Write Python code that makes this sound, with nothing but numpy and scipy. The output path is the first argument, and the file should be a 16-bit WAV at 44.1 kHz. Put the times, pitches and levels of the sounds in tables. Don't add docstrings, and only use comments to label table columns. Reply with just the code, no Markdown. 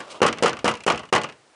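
import sys
import numpy as np
from scipy import signal
from scipy.fft import rfft, irfft
from scipy.io import wavfile
from scipy.ndimage import uniform_filter1d

SR = 44100
rng = np.random.default_rng(int(sys.argv[2]) if len(sys.argv) > 2 else 0)


def unload_wav(signal):
    wavfile.write(
        sys.argv[1],
        SR,
        np.round(np.clip(np.atleast_2d(signal).T, -1, 1) * 32767).astype(np.int16),
    )


N = 68355

# (time [s], clack level [dB], panel level [dB], brightness [dB per octave],
# favoured pitch [Hz], length of the dip just before [s])
TUG_BLOWS = [(0.2172, -12, -11, -.5, 452, 0.011), (0.4245, -15, -12, 2, 450, .001),
             (0.6439, -16.5, -13.5, 1.5, 287, 0.0047), (0.8647, -19, -15.5, 4, 416, 0.016),
             (1.126, -13, -11.5, 0, 1150, 0.023)]
# (time [s], clack level [dB], panel level [dB], brightness [dB per octave], favoured pitch [Hz])
LESSER_KNOCKS = [(.003, -26.5, -39, 0, 1740), (.2035, -23, -58, -7.5, 1480),
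                 (.2285, -8.5, -16.5, -1.5, 380), (.2505, -12, -28, -6.5, 1130),
                 (.2635, -13, -35, 2.5, 1380), (.2780, -18, -18.5, 1, 330), (.4335, -13.5, -30, 1.5, 420),
                 (.4445, -13, -21.5, -6, 495), (.4585, -10.5, -44, -0.5, 970), (.4675, -19, -36, 0, 3100),
                 (.4790, -17.5, -29.5, 1, 950), (.6555, -15, -54, -0.5, 750), (.6640, -22, -23.5, -3, 1240),
                 (.6775, -11.5, -15.5, 0.5, 970), (.6890, -8, -58, 18.5, 720),
                 (.7100, -25.5, -24, -0.5, 2300), (.8772, -11, -27, -1.5, 880),
                 (.8850, -19, -21.5, 8.5, 670), (.9000, -9.5, -39, -1.5, 670),
                 (.9200, -19.5, -22.5, 0.5, 1250), (.9915, -30, -38.5, 1, 1100),
                 (1.0325, -34, -48, -2, 1100), (1.1325, -13.5, -23.5, 0.5, 1020),
                 (1.1500, -13, -19, 1, 840), (1.1605, -12, -19, -1, 1980), (1.1785, -20, -45, -1.5, 1090),
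                 (1.1925, -58, -24, -8, 1310), (1.2415, -23.5, -48, -1, 2830)]
# (time [s], level [dB], brightness [dB per octave], favoured pitch [Hz])
LATCH_CLICKS = [(0.2848, -21.5, -3, 1350), (0.3271, -23.5, -0.5, 1050), (0.3729, -34.5, -5, 1300),
                (.3845, -29.5, -1.5, 1100), (.4030, -34.5, -11, 494), (.4940, -24.5, 3, 800),
                (0.505, -28, -5, 1100), (0.5303, -28, -2.5, 1500), (0.5688, -33, -2.5, 1200),
                (0.5898, -31.5, -1.5, 1245), (.7138, -27, 3.5, 1300), (.7385, -28.5, -2.5, 1000),
                (0.7528, -34.5, 2, 2700), (.7710, -37.5, 0.5, 2700), (0.8046, -37, 0, 2670),
                (.8365, -33.5, 1.5, 2470), (0.9365, -31, -6, 1350), (.9460, -27, -5.5, 2700),
                (0.9572, -33, 1.5, 1070), (0.9755, -28.5, 0, 2760), (1.053, -44, 0.5, 2500),
                (1.089, -47, -1, 2900), (1.2151, -27.5, 0, 1110), (1.2346, -25.5, 2, 2810),
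                (1.2885, -36, -1.5, 2700), (1.297, -39, -2, 1000), (1.3231, -43, -1.5, 1730)]
# (pitch [Hz], level [dB], t60 before the cap [s])
PANEL_MODES = [(65, -27.5, 0.13), (96.7, -30, 0.29), (138, -22.5, 0.52), (169, -21.5, 0.29),
               (222.4, -10.5, 0.23), (281.5, -10, 0.066), (324, -16, 0.2), (379, -6.5, 0.081),
               (420, -14.5, 0.073), (481.7, -7.5, 0.2), (545, -24, 0.42), (613, -12.5, 0.15),
               (746, -5, 0.073), (848, -13, 0.36)]
# (pitch [Hz], level [dB], t60 before the cap [s])
METAL_MODES = [(1026, -19.5, 0.12), (1081.5, -3.5, 0.062), (1154, -7.5, 0.089), (1282, -8, 0.09),
               (1441, -13, 0.17), (1583, -10.5, 0.051), (2000, -20.5, 0.36), (2856, -21.5, 0.12),
               (2946, -13.5, 0.03), (2845, -17.5, 0.17)]
# (pitch [Hz], longest t60 [s])
RING_CAP = [(60, .5), (220, .3), (600, .24), (1200, .2), (3000, .13)]

# (frequency [Hz], level [dB per Hz])
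CLACK_COLOUR = [(40, -41.5), (120, -19.5), (250, -8), (500, -2.5), (800, -3.5), (1200, -2), (1700, -8.5),
                (2400, -10), (3000, -8.5), (3500, -17), (6000, -16.5), (10000, -22.5)]
# (frequency [Hz], level [dB per Hz])
CLICK_COLOUR = [(100, -5), (400, -4), (1100, -1), (1900, 0.5), (2900, 4), (3600, -3), (6000, -2.5),
                (10000, -9.5)]
# (frequency [Hz], level [dB per Hz])
SCRAPE_COLOUR = [(100, -25), (600, 6.5), (1300, -18), (2000, 0), (3000, 4.5), (5000, -1.5), (10000, -7.5)]
# (frequency [Hz], level [dB per Hz])
RUB_COLOUR = [(50, -18), (200, -12.5), (550, 1), (850, -7), (1200, -1), (1800, -19), (2800, -12.5),
              (5000, -19.5), (10000, -29.5)]
# (frequency [Hz], level [dB per Hz])
HISS_COLOUR = [(30, -21.5), (100, -4), (250, 2.5), (600, 6), (1200, 2.5), (2000, -2), (5000, -7.5),
               (10000, -11.5)]

# (frequency [Hz], t60 [s])
CLACK_DECAY = [(150, 0.094), (1000, 0.072), (3000, 0.095), (9000, 0.031)]
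# (frequency [Hz], t60 [s])
CLICK_DECAY = [(300, 0.098), (3000, 0.047), (9000, 0.017)]
# (frequency [Hz], t60 [s])
CHATTER_DECAY = [(500, 0.09), (9000, 0.0069)]
# (frequency [Hz], t60 [s])
ROOM_DECAY = [(100, 0.44), (500, 0.25), (1500, 0.22), (3000, 0.17), (5000, 0.11), (9000, 0.05)]
# (time [s], level [dB])
HAND_LEVEL = [(0, -43), (.07, -45), (.16, -39.5), (.22, -53), (.6, -58), (1.1, -63), (1.3, -55),
              (1.42, -86)]

T = np.arange(SR * 4 // 10) / SR
HISS_DB = -57

RUB_GRAIN_DB, RUB_GRAIN_S = 1.5, 0.0013
SCRAPE_AT_S, SCRAPE_DB = 0.094, -40
SCRAPE_RISE_S, SCRAPE_HOLD_S = 0.016, 0.032
SCRAPE_FADE_S = 0.0083

FAVOUR_DB, FAVOUR_OCTAVES = 5.5, 0.16
RING_SPREAD_DB = 1.5
ROOM_DB, ROOM_RISE_S = -8.5, 0.028
CLACK_DB, METAL_IN_CLACK_DB, CLACK_RISE_S = -1.5, -5, 0.0015

PUSH_DB, PUSH_HZ, PUSH_S = 2, 493, .0016

CHATTER_S, CHATTER_DB, CHATTER_SAG_DB_PER_S = .06, -27, -49
CHATTER_SPREAD_DB, CHATTER_TILT_DB = 2.5, 0.5

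CLICK_DB, METAL_IN_CLICK_DB, CLICK_RISE_S = 1.5, -14, 0.00075
PING_DB, PING_T60_S = -3.5, 0.037

MIC_LOW_HZ, EDGE_HZ = 67.5, 10100
DIP_DB, DIP_EDGE_S = -18.5, .003


def amp(db):
    return 10 ** (np.asarray(db) / 20)


def unit(x):
    return x / np.sqrt(np.mean(x ** 2) + 1e-20)


def read(points, hz):
    f, value = np.transpose(points)
    return np.interp(np.log(hz + 1), np.log(f), value)


def fade(t60):
    return np.exp(-np.log(1000) * T / t60)


def add(mix, s, sound):
    part = mix[max(round(s * SR), 0):][:len(sound)]
    part += sound[:len(part)]


def noise(colour, size, tilt_db=0):
    hz = np.fft.rfftfreq(size, 1 / SR)
    octaves = np.log2(np.maximum(hz, 500) / 1000)
    strength = amp(read(colour, hz) + tilt_db * octaves)
    random_phase = np.exp(2j * np.pi * rng.random(len(hz)))
    return unit(irfft(strength * random_phase, size))


def hiss():
    return amp(HISS_DB) * noise(HISS_COLOUR, N)


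def knob():
    t = np.arange(N) / SR
    smoothing = max(int(RUB_GRAIN_S * SR), 1)
    grain = unit(uniform_filter1d(rng.standard_normal(N), smoothing))
    rub_db = np.interp(t, *np.transpose(HAND_LEVEL)) + RUB_GRAIN_DB * grain
    rub = amp(rub_db) * noise(RUB_COLOUR, N)

    age = t - SCRAPE_AT_S
    rise = np.clip(age / SCRAPE_RISE_S, 0, 1)
    fall = np.exp(-np.maximum(age - SCRAPE_HOLD_S, 0) / SCRAPE_FADE_S)
    return rub + amp(SCRAPE_DB) * rise * fall * noise(SCRAPE_COLOUR, N)


def dying(x, t60):
    hz, spectrum = np.fft.rfftfreq(len(x), 1 / SR), rfft(x)
    centres, times = np.transpose(t60)
    out = np.zeros(len(x))
    for band, time in zip(np.eye(len(times)), times):
        share = read(np.c_[centres, band], hz)
        out += irfft(spectrum * share, len(x)) * fade(time)
    return out


def favour(hz, centre_hz):
    return FAVOUR_DB * np.exp(-(np.log2((hz + 1) / centre_hz) / FAVOUR_OCTAVES) ** 2)


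def ring(modes, centre_hz, spread_db=0):
    out = np.zeros(len(T))
    for hz, db, t60 in modes:
        level_db = db + favour(hz, centre_hz) + spread_db * rng.standard_normal()
        out += amp(level_db) * np.cos(2 * np.pi * hz * T) * fade(min(t60, read(RING_CAP, hz)))
    return out


def burst(colour, t60, tilt_db, centre_hz):
    emphasis = amp(favour(np.fft.rfftfreq(len(T), 1 / SR), centre_hz))
    direct, tail = (irfft(rfft(noise(colour, len(T), tilt_db)) * emphasis, len(T)) for _ in range(2))
    room_rise = 1 - np.exp(-T / ROOM_RISE_S)
    return dying(direct, t60) + amp(ROOM_DB) * dying(tail, ROOM_DECAY) * room_rise


def door():
    out = np.zeros(N)
    attack = np.minimum(T / CLACK_RISE_S, 1)
    blows = [row[:-1] for row in TUG_BLOWS] + list(LESSER_KNOCKS)
    for s, clack_db, panel_db, tilt_db, hz in blows:
        clack = amp(CLACK_DB) * burst(CLACK_COLOUR, CLACK_DECAY, tilt_db, hz)
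        clack += amp(METAL_IN_CLACK_DB) * ring(METAL_MODES, hz, RING_SPREAD_DB)
        panel = ring(PANEL_MODES, hz, RING_SPREAD_DB / 2)
        add(out, s, attack * (amp(clack_db) * clack + amp(panel_db) * panel))
    return out


def push():
    out = np.zeros(N)
    swing = np.sin(2 * np.pi * PUSH_HZ * T) * np.exp(-(T / PUSH_S) ** 2)
    for s, _, panel_db, *_ in TUG_BLOWS:
        add(out, s, amp(panel_db + PUSH_DB) * swing)
    return out


def chatter(count=10):
    out = np.zeros(N)
    for s, *_ in TUG_BLOWS:
        places, sizes = rng.random(count), rng.standard_normal(count)
        for k, (place, size) in enumerate(zip(places, sizes)):
            age = CHATTER_S * (k + .5 + place) / count
            tick = dying(noise(CLICK_COLOUR, len(T), CHATTER_TILT_DB), CHATTER_DECAY)
            level_db = CHATTER_DB + CHATTER_SAG_DB_PER_S * age + CHATTER_SPREAD_DB * size
            add(out, s + age, amp(level_db) * tick)
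    return out


def latch():
    out = np.zeros(N)
    attack = np.minimum(T / CLICK_RISE_S, 1)
    for s, db, tilt_db, hz in LATCH_CLICKS:
        tick = amp(CLICK_DB) * burst(CLICK_COLOUR, CLICK_DECAY, tilt_db, hz)
        tick += amp(METAL_IN_CLICK_DB) * ring(METAL_MODES, hz, RING_SPREAD_DB)
        ping = amp(PING_DB) * np.sin(2 * np.pi * hz * T) * fade(PING_T60_S)
        add(out, s, attack * amp(db) * (tick + ping))
    return out


def scene():
    return (hiss() + knob() + door() + push() + chatter() + latch())[None]


def record(dry):
    t = np.arange(N) / SR
    highpass = signal.butter(N=4, Wn=MIC_LOW_HZ, btype="high", fs=SR, output="sos")
    thin = signal.sosfilt(highpass, dry)

    dip = np.zeros(N)
    for s, *_, length in TUG_BLOWS:
        going_down = np.clip((t - s + length) / DIP_EDGE_S, 0, 1)
        coming_back = np.clip((s - t) / DIP_EDGE_S, 0, 1)
        dip += going_down * coming_back

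    lowpass = signal.firwin(511, EDGE_HZ, window=("kaiser", 8), fs=SR)
    return signal.oaconvolve(thin * amp(DIP_DB * dip), lowpass[None], "same")


dry = scene()
out = record(dry)
unload_wav(out)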